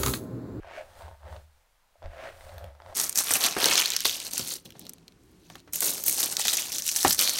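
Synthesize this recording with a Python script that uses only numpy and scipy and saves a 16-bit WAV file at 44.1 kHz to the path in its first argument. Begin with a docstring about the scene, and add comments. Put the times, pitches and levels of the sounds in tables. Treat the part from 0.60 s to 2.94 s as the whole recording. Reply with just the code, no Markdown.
"""In a small quiet room, a wooden paddle brush is drawn twice through long hair.
The bristles land with soft bumps, rasp over the crown, hiss down the lengths, then catch and flick free.
Rasp, plucks and hiss are filtered noise and tiny random slips, swelling with the pressure of the brush.
Each flick is a click plus the ringing modes of the hollow pad; each tug sets off a low wavering thrum.
Quiet filtered noise is the still air, and a short noise tail is the room."""
import sys
import numpy as np
from scipy import signal
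from scipy.fft import rfft, irfft
from scipy.io import wavfile

SR = 44100
rng = np.random.default_rng(int(sys.argv[2]) if len(sys.argv) > 2 else 0)


def unload_wav(signal):
    """Save mono or channel-first audio to the path in sys.argv[1] as 16-bit WAV at rate SR, clipped to [-1, 1]."""
    wavfile.write(
        sys.argv[1],
        SR,
        np.round(np.clip(np.atleast_2d(signal).T, -1, 1) * 32767).astype(np.int16),
    )


N = 103414  # length in samples, about 2.3 s


def amp(db):
    """Turns decibels into a gain."""
    return 10 ** (np.asarray(db) / 20)


def unit(x):
    """Scales a sound to an average (rms) strength of 1."""
    return x / np.sqrt(np.mean(x ** 2) + 1e-20)


def add(mix, start_s, sound):
    """Mixes a sound in at a given time, cutting off what runs past the end."""
    start = max(round(start_s * SR), 0)
    part = mix[start:][:len(sound)]
    part += sound[:len(part)]  # a view, so this changes the mix itself


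def response(points, size=2048):
    """Turns a tone colour into a filter that only rings after its input, with energy 1."""
    hz, db = np.transpose(points)
    grid_hz = abs(np.fft.fftfreq(size, 1 / SR))
    log_gain = np.log(amp(np.interp(np.log(grid_hz + 1), np.log(hz), db)))
    # the Hilbert transform gives the phase that puts the energy as early as possible
    spectrum = np.exp(signal.hilbert(log_gain).conj())
    h = np.fft.ifft(spectrum).real[:size // 2]
    return h / np.linalg.norm(h)


def colour(x, points, size=2048):
    """Filters a sound by a tone colour and scales it to rms 1."""
    filtered = signal.fftconvolve(x, response(points, size=size))[:N]
    return unit(filtered)


def wander(rate_hz):
    """Smooth random motion with rms 1: noise that fades out around and above the given rate."""
    spectrum = rfft(rng.standard_normal(N))
    fade = np.exp(-(np.fft.rfftfreq(N, 1 / SR) / rate_hz) ** 2)
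    return unit(irfft(spectrum * fade, N))


def slips(per_s, spread_db, smooth):
    """Stick-slip friction: tiny random impulses of uneven size, plus an amount of smooth noise."""
    size = amp(spread_db * np.minimum(rng.exponential(1, N), 3))
    direction = rng.choice([-1, 1], N)
    happens = rng.random(N) < per_s / SR
    return unit(size * direction * happens) + smooth * rng.standard_normal(N)


def swell(peak_s, level_db, rise_s, fall_s):
    """Gain over time of one contact: pressure builds to a peak and lets go."""
    t = np.arange(N) / SR - peak_s
    width_s = np.where(t < 0, rise_s, fall_s)
    return amp(level_db) * np.exp(-abs(t / width_s) ** 1.4 / 2)


def pressure(contacts):
    """Gain over time of overlapping contacts, whose powers add up."""
    power = sum(swell(*contact) ** 2 for contact in contacts)
    return np.sqrt(power)


# colour of the still air: pitch_hz [Hz], level_db [dB, relative]
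AIR_COLOUR = [(35, -7.5), (65, -24.5), (170, -32), (350, -37.5), (560, -26), (880, -25.5), (1100, -28),
              (4500, -36), (15500, -42)]


def still_air(level_db=-66.5):
    """The quiet background of the room: steady noise, strongest in the deep bass."""
    return amp(level_db) * colour(rng.standard_normal(N), AIR_COLOUR, size=8192)


# soft bumps as the brush lands on the head: start_s [s], level_db [dB]
BUMPS = [(0.001, -41), (1.444, -36.5), (1.478, -38)]


def bumps(pitch_hz=31, decay_s=0.024):
    """A heavily damped low push as the brush meets the head."""
    out = np.zeros(N)
    t = np.arange(SR // 5) / SR
    push = np.sin(2 * np.pi * pitch_hz * t) * np.exp(-(t / decay_s) ** 2 / 2)
    for start_s, level_db in BUMPS:
        add(out, start_s, amp(level_db) * push)
    return out


def snap(points, decay_s, splinters=0.43):
    """A short crack, peak 1: one sharp impulse with a splintery noise tail, then coloured."""
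    t = np.arange(SR // 50) / SR
    burst = splinters * rng.standard_normal(len(t)) * np.exp(-t / decay_s)
    burst[0] = 1
    crack = signal.fftconvolve(burst, response(points))
    return crack / abs(crack).max()


# ringing modes of the hollow pad: pitch_hz [Hz], level_db [dB, relative], time to fall 60 dB t60_s [s]
PAD_MODES = [(595, -4, 0.086), (680, -4, 0.094), (785, -9.5, 0.039), (907, -7, 0.046), (993, -11, 0.034),
             (1285, 4, 0.0067), (1623, 3, 0.029)]


def pad_ring(middle_hz, strike_octaves=0.35, low_cut_hz=523):
    """The hollow pad's answer to one flick, peak 1: the place of the bristle picks the modes."""
    t = np.arange(SR // 10) / SR
    ring = np.zeros(len(t))
    for pitch_hz, level_db, t60_s in PAD_MODES:
        # modes far from the middle pitch are struck less
        strike = np.exp(-(np.log2(pitch_hz / middle_hz) / strike_octaves) ** 2)
        decay = np.exp(-np.log(1000) * t / t60_s)
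        ring += strike * amp(level_db) * decay * np.sin(2 * np.pi * pitch_hz * t)
    low_cut = signal.butter(2, low_cut_hz, "high", fs=SR, output="sos")
    ring = signal.sosfilt(low_cut, ring)
    return ring / abs(ring).max()


# single bristles flicking free or landing:
# start_s [s], click_db [dB], ring_db [dB], middle_hz of the pad modes struck [Hz]
FLICKS = [(0.033, -50, -39, 1350), (0.046, -68, -36.5, 790), (.074, -48, -37, 710), (0.1119, -50, -34, 845),
          (0.409, -50, -37.5, 860), (0.421, -44, -36, 830), (.481, -51, -37, 800), (.513, -61, -40, 860),
          (.632, -60, -42.5, 880), (0.727, -50, -38.5, 940), (.764, -40, -43.5, 585),
          (1.356, -95, -51.5, 630), (1.4214, -66, -38.5, 790), (1.4275, -45, -39.5, 706),
          (1.459, -39, -38.5, 660), (1.533, -52, -40, 610), (1.809, -40.5, -44.5, 800),
          (1.893, -41, -45, 640), (1.982, -39, -38.5, 770), (2.042, -39.5, -34.5, 560),
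          (2.151, -54, -48, 1080), (2.202, -52.5, -36, 1080), (2.22, -43.5, -42.5, 750),
          (2.262, -43, -40, 890), (2.326, -54, -36, 780)]
# colour of a bristle click, also used for the ticks of sliding hair: pitch_hz [Hz], level_db [dB, relative]
CLICK_COLOUR = [(200, -7), (1400, 10), (3800, 4.5), (6000, -7), (16000, -32)]


def flicks():
    """A bristle springs free or lands with a click and makes the hollow pad ring."""
    out = np.zeros(N)
    for start_s, click_db, ring_db, middle_hz in FLICKS:
        add(out, start_s, amp(click_db) * snap(CLICK_COLOUR, decay_s=0.0018))
        add(out, start_s, amp(ring_db) * pad_ring(middle_hz))
    return out


# tugs on the hair that set off the low thrum: peak_s [s], level_db of the first throb [dB]
PULLS = [(.06, -57), (.453, -46), (0.515, -49.5), (0.66, -46), (0.731, -42.5), (.783, -50), (1.456, -42.5),
         (1.85, -54), (1.949, -40.5), (2.051, -40.5), (2.269, -47)]


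def wavering_tone(pitch_hz, drift=0.057, overtone_db=-21):
    """A low tone of rms 1 with a weak octave overtone and a randomly drifting pitch."""
    drifting_hz = pitch_hz * (1 + drift * wander(rate_hz=23))
    phase = 2 * np.pi * np.cumsum(drifting_hz) / SR
    return unit(np.sin(phase) + amp(overtone_db) * np.sin(2 * phase))


def thrum(rise_s=0.016, throb_fall_s=0.018, sway_fall_s=0.071, sway_db=-6):
    """Each tug makes the hair and its support throb, then sway on a little lower."""
    throbs = [(peak_s, level_db, rise_s, throb_fall_s) for peak_s, level_db in PULLS]
    sways = [(peak_s, level_db + sway_db, rise_s, sway_fall_s) for peak_s, level_db in PULLS]
    throb = pressure(throbs) * wavering_tone(pitch_hz=85)
    sway = pressure(sways) * wavering_tone(pitch_hz=73.5)
    return throb + sway


# bristles plucking through the strands:
# peak_s [s], level_db [dB], rise_s [s], fall_s [s], ring_hz where the pad rings most [Hz]
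PLUCKING = [(.085, -50.5, 0.026, 0.038, 786), (.195, -52, 0.065, 0.061, 680), (.45, -50, 0.072, 0.043, 900),
            (0.682, -47, 0.029, 0.034, 870), (.742, -49, 0.02, 0.027, 490),
            (1.442, -46, 0.0081, 0.018, 653), (1.654, -43, 0.064, 0.036, 650),
            (2.006, -48, 0.13, 0.06, 667), (2.299, -47.5, 0.042, 0.044, 750)]
# colour of the plucks before the pad's focus is added: pitch_hz [Hz], level_db [dB, relative]
PLUCK_COLOUR = [(140, -10.5), (270, -15), (450, -9), (550, 5), (1050, -8.5), (1200, -8.5), (1900, -12),
                (2400, -21.5), (3500, -21.5), (15000, -52)]


def plucking(focus_db=4.0, focus_octaves=0.29):
    """Strands pluck the bristles; the pad rings higher or lower with the place of contact."""
    hz = np.geomspace(100, 16000, 200)
    colour_hz, colour_db = np.transpose(PLUCK_COLOUR)
    body_db = np.interp(np.log(hz), np.log(colour_hz), colour_db)
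    flicker = amp(2 * wander(rate_hz=85))
    plucks = slips(per_s=1000, spread_db=3.0, smooth=0.5) * flicker
    out = np.zeros(N)
    for *contact, ring_hz in PLUCKING:
        focus = focus_db * np.exp(-(np.log2(hz / ring_hz) / focus_octaves) ** 2)
        points = np.transpose([hz, body_db + focus])
        shuffled = rng.permutation(plucks)  # each contact gets its own order of samples
        out += swell(*contact) * colour(shuffled, points)
    return out


# bristles scraping over the crown: peak_s [s], level_db [dB], rise_s [s], fall_s [s]
CROWN = [(.18, -45, 0.056, 0.021), (1.658, -46, 0.061, 0.032)]
# colour of the scrape: pitch_hz [Hz], level_db [dB, relative]
RASP_COLOUR = [(170, -23), (400, -4.5), (700, -4.5), (1100, -6.5), (1600, 1), (2900, -7), (3300, -13),
               (6000, -21), (15000, -40)]


def crown():
    """Rows of bristles scrape over the head in quick clumps."""
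    flicker = amp(1.3 * wander(rate_hz=230))
    scrape = slips(per_s=2400, spread_db=4.5, smooth=0.52) * flicker
    return pressure(CROWN) * colour(scrape, RASP_COLOUR)


# the pad judders as it leaves the crown: start_s [s], level_db [dB], pitch_hz [Hz]
JUDDERS = [(.173, -35, 635), (.1815, -33.5, 669), (.19, -37.5, 594), (.196, -48, 680), (.205, -35.5, 602)]


def judders(length_s=0.0115):
    """The pad judders in brief hums that swell up and die away."""
    out = np.zeros(N)
    t = np.arange(0, length_s, 1 / SR)
    arch = np.sin(np.pi * t / length_s)
    for start_s, level_db, pitch_hz in JUDDERS:
        add(out, start_s, amp(level_db) * arch * np.sin(2 * np.pi * pitch_hz * t))
    return out


# hair sliding along the bristles: peak_s [s], level_db of the hiss [dB], rise_s [s], fall_s [s]
SLIDE = [(.18, -63.5, 0.04, 0.24), (.395, -58.5, 0.043, 0.064), (.728, -61, 0.04, 0.062),
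         (.98, -74, 0.047, 0.033), (1.67, -63.5, 0.089, 0.034), (1.87, -57.5, 0.14, 0.1),
         (2.31, -62.5, 0.046, .05)]
# colour of the hiss: pitch_hz [Hz], level_db [dB, relative]
HISS_COLOUR = [(300, -5.5), (700, 5.5), (1700, 9), (2700, 2), (4300, 3), (6800, -1), (9000, 2.5),
               (10500, -3), (16000, -4)]


def slide(ticks_db=-9):
    """Fine hiss of hair running between the bristles, with sparse ticks of single strands."""
    flicker = amp(0.93 * wander(rate_hz=120))
    friction = slips(per_s=3000, spread_db=4, smooth=1.6) * flicker
    ticks = slips(per_s=120, spread_db=4.5, smooth=0)
    hiss = colour(friction, HISS_COLOUR)
    return pressure(SLIDE) * (hiss + amp(ticks_db) * colour(ticks, CLICK_COLOUR))


def rumble(above_hiss_db=3.5):
    """The sliding brush adds a soft low rumble that swells along with the hiss."""
    points = [(25, 1), (50, -3.5), (90, 1), (200, -30.5), (500, -53)]  # pitch_hz, level_db
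    low_noise = colour(rng.standard_normal(N), points, size=8192)
    return amp(above_hiss_db) * pressure(SLIDE) * low_noise


# tiny static sparks in the ends of the hair: start_s [s], level_db [dB]
SPARKS = [(1.9414, -44), (1.9818, -35), (1.993, -44), (2.0428, -38.5)]
# colour of a spark: pitch_hz [Hz], level_db [dB, relative]
SPARK_COLOUR = [(500, -22), (4000, -4), (10500, -11.5), (13500, -1), (16000, -18)]


def sparks():
    """Static electricity jumps in the ends of the hair as very short cracks."""
    out = np.zeros(N)
    for start_s, level_db in SPARKS:
        add(out, start_s, amp(level_db) * snap(SPARK_COLOUR, decay_s=0.00088))
    return out


def room(x, t60_s=0.22, tail_db=-9):
    """Adds the short tail of a small furnished room: noise that dies away, starting after 4 ms."""
    t = np.arange(SR // 2) / SR
    tail = rng.standard_normal(len(t)) * amp(-60 * t / t60_s) * (t > .004)
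    tail /= np.linalg.norm(tail)
    return x + amp(tail_db) * signal.fftconvolve(x, tail)[:N]


def scene():
    """The brush in the room, over still air; the low sounds get no room tail."""
    brush = flicks() + plucking() + crown() + judders() + slide() + sparks()
    low = bumps() + thrum() + rumble()
    return (still_air() + room(brush) + low)[None]


def record(dry):
    """Removes the treble above an upper edge of 15800 Hz."""
    low_pass = signal.firwin(511, 15800, window=("kaiser", 9), fs=SR)
    return signal.oaconvolve(dry, low_pass[None], "same")


dry = scene()
out = record(dry)
unload_wav(out)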